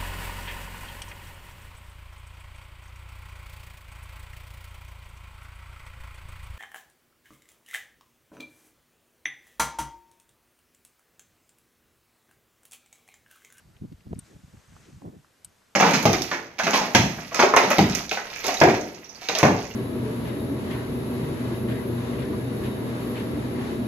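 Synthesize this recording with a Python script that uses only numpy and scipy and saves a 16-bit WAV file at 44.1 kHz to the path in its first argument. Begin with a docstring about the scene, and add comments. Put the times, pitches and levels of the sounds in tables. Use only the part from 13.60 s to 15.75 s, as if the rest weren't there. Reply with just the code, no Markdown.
"""A soft hiss of wind on open tundra, and low thumps as gusts buffet the camera's microphone.
Close in, the hand that holds the camera makes a few faint ticks, and one hard eddy slaps the ports.
A little to the left an electric fence snaps twice, about a second and a quarter apart. Each spark
strikes twice in quick succession, rings the fence hardware and scatters off the ground nearby."""
import sys
import numpy as np
from scipy import signal
from scipy.fft import rfft, irfft
from scipy.io import wavfile
from scipy.ndimage import uniform_filter1d

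SR = 44100
rng = np.random.default_rng(int(sys.argv[2]) if len(sys.argv) > 2 else 0)


def wav_out(sig):
    """Save sig, one row per channel (or a flat mono array), as 16-bit PCM at SR to the path in sys.argv[1]."""
    wavfile.write(sys.argv[1], SR, np.round(np.clip(np.atleast_2d(sig).T, -1, 1) * 32767).astype(np.int16))


N = 94815

# Steady outdoor hush with the microphone's own hiss. Each row: frequency in Hz, relative density in dB.
HUSH_SPECTRUM = [(20, -12), (70, 3.5), (200, 0.5), (400, 0), (800, -2.5), (1500, -4.5), (3000, -9.5),
                 (7000, -12.5), (11000, -16.5), (14000, -16.5), (14700, -54)]
# The wind hiss that swells above it. Each row: frequency in Hz, relative density in dB.
HISS_SPECTRUM = [(300, -1.5), (900, -3), (1700, -2), (3000, -6.5), (4700, -8.5), (6300, -6), (8200, -8.5),
                 (9800, -17), (13000, -28)]
# The rise and fall of that hiss. Each row: time in seconds, level in dB.
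HISS_SWELLS = [(0, -64), (.08, -96), (.5, -75), (.6, -68.5), (.66, -60.5), (.78, -65.5), (.9, -65.5),
               (1.05, -64), (1.24, -60), (1.4, -65.5), (1.55, -72.5), (1.8, -75), (2.15, -69.5)]
# How alike the microphone's two channels are. Each row: frequency in Hz, left-right correlation.
CHANNEL_LIKENESS = [(60, 1), (300, 0.56), (700, 0.34), (1500, 0.68), (3000, 0.6), (7000, 0.89),
                    (14000, 0.91)]
# Gusts right on the microphone. Each row: peak time in seconds, half width in seconds, level in dB,
# lower edge in Hz, upper edge in Hz, relative rasp of small eddies in dB.
MIC_GUSTS = [(.085, 0.06, -55.5, 50.4, 171, -24), (0.167, 0.015, -54, 50, 123, -26),
             (.221, .009, -33.5, 59.5, 236, -36), (0.245, 0.011, -33.5, 85, 269, -36),
             (0.286, 0.048, -49.5, 65.6, 170, -54), (.326, 0.0086, -39, 111, 255, -38),
             (0.341, .011, -43.5, 45, 130, -44), (.400, 0.047, -59, 55, 195, -33),
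             (0.471, 0.011, -39, 57, 230, -26), (0.492, 0.02, -45, 110, 223, -33),
             (.518, 0.0097, -33.5, 58, 270, -28), (0.565, 0.028, -39.5, 70, 212, -38),
             (0.588, 0.0051, -34, 129, 212, -61), (.628, 0.031, -54, 44.7, 158, -35),
             (.725, 0.046, -54, 98, 398, -20), (0.763, 0.011, -44.5, 65, 177, -27),
             (.800, 0.031, -59.5, 70, 267, -28), (0.843, 0.0087, -42.5, 54.6, 177, -36),
             (.885, 0.024, -55.5, 70, 184, -27), (0.946, 0.013, -46, 67, 213, -23),
             (.982, 0.019, -49, 55, 160, -39), (1.098, 0.019, -53, 48, 160, -31),
             (1.127, 0.011, -51.5, 79, 225, -28), (1.152, 0.0091, -46.5, 54, 132, -39),
             (1.204, 0.076, -57, 63.6, 195, -22), (1.292, 0.021, -50, 98, 402, -36),
             (1.335, .012, -46, 80, 187, -44), (1.365, 0.035, -47, 70, 177, -40),
             (1.424, 0.0084, -46, 89, 300, -25), (1.457, .018, -37.3, 110, 300, -16),
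             (1.484, 0.018, -38, 90, 278, -20), (1.540, 0.038, -49, 117, 374, -16.5),
             (1.575, 0.036, -50, 96, 202, -40), (1.876, .034, -59.5, 55, 166, -33)]
# The hand on the camera. Each row: start in seconds, level in dB, centre in Hz, width in octaves,
# decay in seconds.
HANDLING_TICKS = [(.166, -56, 2570, 0.46, 0.0038), (.323, -55.5, 2670, 1.1, 0.0041),
                  (.406, -58, 2400, .7, .0045), (.5467, -51, 7500, 0.26, .0008),
                  (.5505, -46, 5400, 0.28, 0.0007), (.556, -52.5, 2530, 0.38, 0.0027),
                  (.969, -53, 1300, 0.81, 0.0034), (1.130, -56, 1800, 1, 0.0021),
                  (1.1648, -41, 750, 1.06, 0.0023), (1.253, -60.5, 2540, 0.45, 0.0074),
                  (1.3274, -56, 1400, 0.97, .003), (1.4195, -42, 700, .45, .003),
                  (1.645, -53.5, 1070, 0.5, 0.0047), (2.0183, -54.5, 1180, 0.48, .003)]
# Strikes at the fence, two to a snap. 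Each row: start in seconds, level in dB, pitch of the crack in Hz,
# relative ring in dB, relative scattered tail in dB, tail decay in seconds.
SPARK_STRIKES = [(.5910, -27, 9200, -20, -11, .0012), (.5940, -29, 8500, -19, -13, .0016),
                 (1.8466, -28, 8800, -15.5, -13, .0026), (1.8476, -37.5, 8070, -13, -6, .003)]
# The ring of the sparking hardware. Each row: frequency in Hz, relative level in dB,
# time to fall 60 dB in seconds.
HARDWARE_MODES = [(1440, -19, .07), (1650, -19, .065), (2958, -20, .06), (3635, -15, .045),
                  (4400, -14, .035), (6675, -14, .03), (7767, -1, .032), (8155, -1, .034), (8560, -4, .036),
                  (9340, -4, .028), (10112, -3, .033), (10420, -7, .028), (12000, -16, .022)]
# The snap off the ground and things nearby. Each row: frequency in Hz, relative density in dB.
SCATTER_SPECTRUM = [(500, -42), (1400, -18), (2500, -20), (4000, -13), (6300, -15), (8000, -6.5),
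                    (10300, 0), (11200, -13), (12300, -11), (14500, -22)]


def amp(db):
    return 10 ** (np.asarray(db) / 20)


def unit(x):
    """Scales to rms 1."""
    return x / np.sqrt(np.mean(x ** 2) + 1e-20)


def read(points, hz):
    """Reads a table along a log-frequency axis."""
    f, value = np.transpose(points)
    return np.interp(np.log(hz + 1), np.log(f + 1), value)


def pan(db):
    """Gains of the two channels for a left-minus-right level."""
    return amp([[db / 2], [-db / 2]])


def add(mix, s, sound):
    """Mixes a stereo sound in at s seconds."""
    at = round(s * SR)
    part = mix[:, max(at, 0):max(at + sound.shape[1], 0)]
    part += sound[:, max(-at, 0):][:, :part.shape[1]]


def colour(x, gain):
    """Filters by a gain that is a function of frequency."""
    hz = np.fft.rfftfreq(x.shape[-1], 1 / SR) + 1e-3
    return irfft(rfft(x) * gain(hz), x.shape[-1])


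def stereo_noise(size):
    """White noise in two channels, more alike at some frequencies than at others."""
    left, other = rng.standard_normal((2, size))
    same = lambda hz: np.clip(read(CHANNEL_LIKENESS, hz), -1, 1)
    right = colour(left, same) + colour(other, lambda hz: np.sqrt(1 - same(hz) ** 2))
    return np.array([left, right])


def air(spectrum, patchy_db):
    """Wide noise whose level wavers in patches of time and frequency."""
    hz, _, bands = signal.stft(stereo_noise(N), SR, nperseg=1024, noverlap=768)
    patches = uniform_filter1d(rng.standard_normal(bands.shape[1:]), size=14, axis=0)
    patches = unit(uniform_filter1d(patches, size=10, axis=1))
    bands = bands * amp(read(spectrum, hz)[:, None] + patchy_db * patches)
    return unit(signal.istft(bands, SR, nperseg=1024, noverlap=768)[1][:, :N])


def wind():
    """Air over open ground: a steady hush all round, a soft swelling hiss slightly to the left."""
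    hush = amp(-64.5) * air(HUSH_SPECTRUM, patchy_db=0.86)
    swell = amp(np.interp(np.arange(N) / SR, *np.transpose(HISS_SWELLS)))
    return hush + swell * pan(db=1.5) * air(HISS_SPECTRUM, patchy_db=0.9)


def turbulence(swell):
    """A swell of random pressure with an even spectrum."""
    spectrum = rfft(rng.standard_normal(len(swell)) * swell)
    return irfft(spectrum / (abs(spectrum) + 1e-12), len(swell)) * np.sqrt(swell)


def across_ports(x, lag_s):
    """The left channel lags as an eddy drifts from the microphone's right port to its left."""
    return colour(x, lambda hz: np.exp(1j * np.pi * hz * lag_s * np.array([[-1], [1]])))


def gusts():
    """Short swells of turbulent pressure on the microphone; each gust has its own upper edge and rasp."""
    out, t = np.zeros((2, N)), np.arange(-8192, 8192) / SR
    rasp_hz, local_db = 940, -10.5
    roll_off = lambda ratio, slope: 1 / np.hypot(1, ratio ** slope)
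    for peak, width, db, low_hz, high_hz, rasp_db in MIC_GUSTS:
        swell = 1 / np.cosh(np.clip(np.pi / 2 * t / width, -50, 50))
        shared, local = turbulence(swell), turbulence(swell)
        eddies = shared + amp(local_db) * np.array([local, -local])  # each port has a part of its own
        top = lambda f: roll_off(f / high_hz, 4.27) + amp(rasp_db) * roll_off(f / rasp_hz, 5.6)
        thump = colour(eddies, lambda f: roll_off(low_hz / f, 2.7) * top(f))
        ports = np.array([unit(port) for port in across_ports(thump, lag_s=.00048)])
        add(out, peak + t[0], amp(db) * ports * np.sqrt(np.mean(swell ** 2)))
    return out


def handling_ticks():
    """Small dry ticks of the camera body under the hand, close to the microphone."""
    out, t = np.zeros((2, N)), np.arange(2048) / SR
    rise_s = .00036
    for start, db, hz, octaves, decay in HANDLING_TICKS:
        band = lambda f: 1 / (1 + (np.log2(f / hz) / octaves) ** 2 / 2) ** 2
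        grain = unit(colour(stereo_noise(len(t)), band))
        add(out, start, amp(db) * grain * (1 - np.exp(-t / rise_s)) * np.exp(-t / decay))
    return out * pan(db=2.5)


def eddy_slap():
    """One hard eddy on the microphone: a sharp cusp of suction, then a rounder push."""
    peak_s, gap_s, suction_s, push_s, low_cut_hz = .5307, .00361, .00062, .00047, 45
    t = np.arange(N) / SR - peak_s
    suction = amp(-19) * np.exp(-abs(t) / suction_s)
    push = amp(-18.5) / (1 + ((t - gap_s) / push_s) ** 2)
    pressure = colour(push - suction, lambda f: 1 / (1 + (low_cut_hz / f) ** 2))
    return across_ports(pressure, lag_s=.0003)  # a fast eddy crosses the ports sooner


def fence_sparks():
    """Left of the microphone, each strike is a bright crack, a short ring and a scattered tail."""
    out, t = np.zeros((2, N)), np.arange(4096) / SR
    rise_s, crack_s, scatter_rise_s = .0001, .0007, .0002
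    for start, db, hz, ring_db, tail_db, decay in SPARK_STRIKES:
        crack = np.exp(-t / crack_s) * np.sin(2 * np.pi * hz * t)
        ring = sum(amp(mode_db - 60 * t / t60) * np.sin(2 * np.pi * (mode_hz * t + rng.random()))
                   for mode_hz, mode_db, t60 in HARDWARE_MODES)
        scatter = unit(colour(stereo_noise(len(t)), lambda f: amp(read(SCATTER_SPECTRUM, f))))
        near = np.exp(-t / decay)
        far = amp(-16) * np.exp(-t / (3.4 * decay))  # from farther off: weaker, and lasts longer
        tail = scatter * (1 - np.exp(-t / scatter_rise_s)) * (near + far)
        strike = crack + amp(ring_db) * ring + amp(tail_db) * tail
        add(out, start, amp(db) * (1 - np.exp(-t / rise_s)) * strike)
    return out * pan(db=4.5)


def scene():
    """Everything that reaches the hand-held microphone."""
    return wind() + gusts() + handling_ticks() + eddy_slap() + fence_sparks()


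def record(dry):
    """The camera's band limit takes off the highest treble."""
    cutoff_hz = 14550
    low_pass = signal.firwin(511, cutoff_hz, window=("kaiser", 9), fs=SR)
    return signal.oaconvolve(dry, low_pass[None], "same")


dry = scene()
out = record(dry)
wav_out(out)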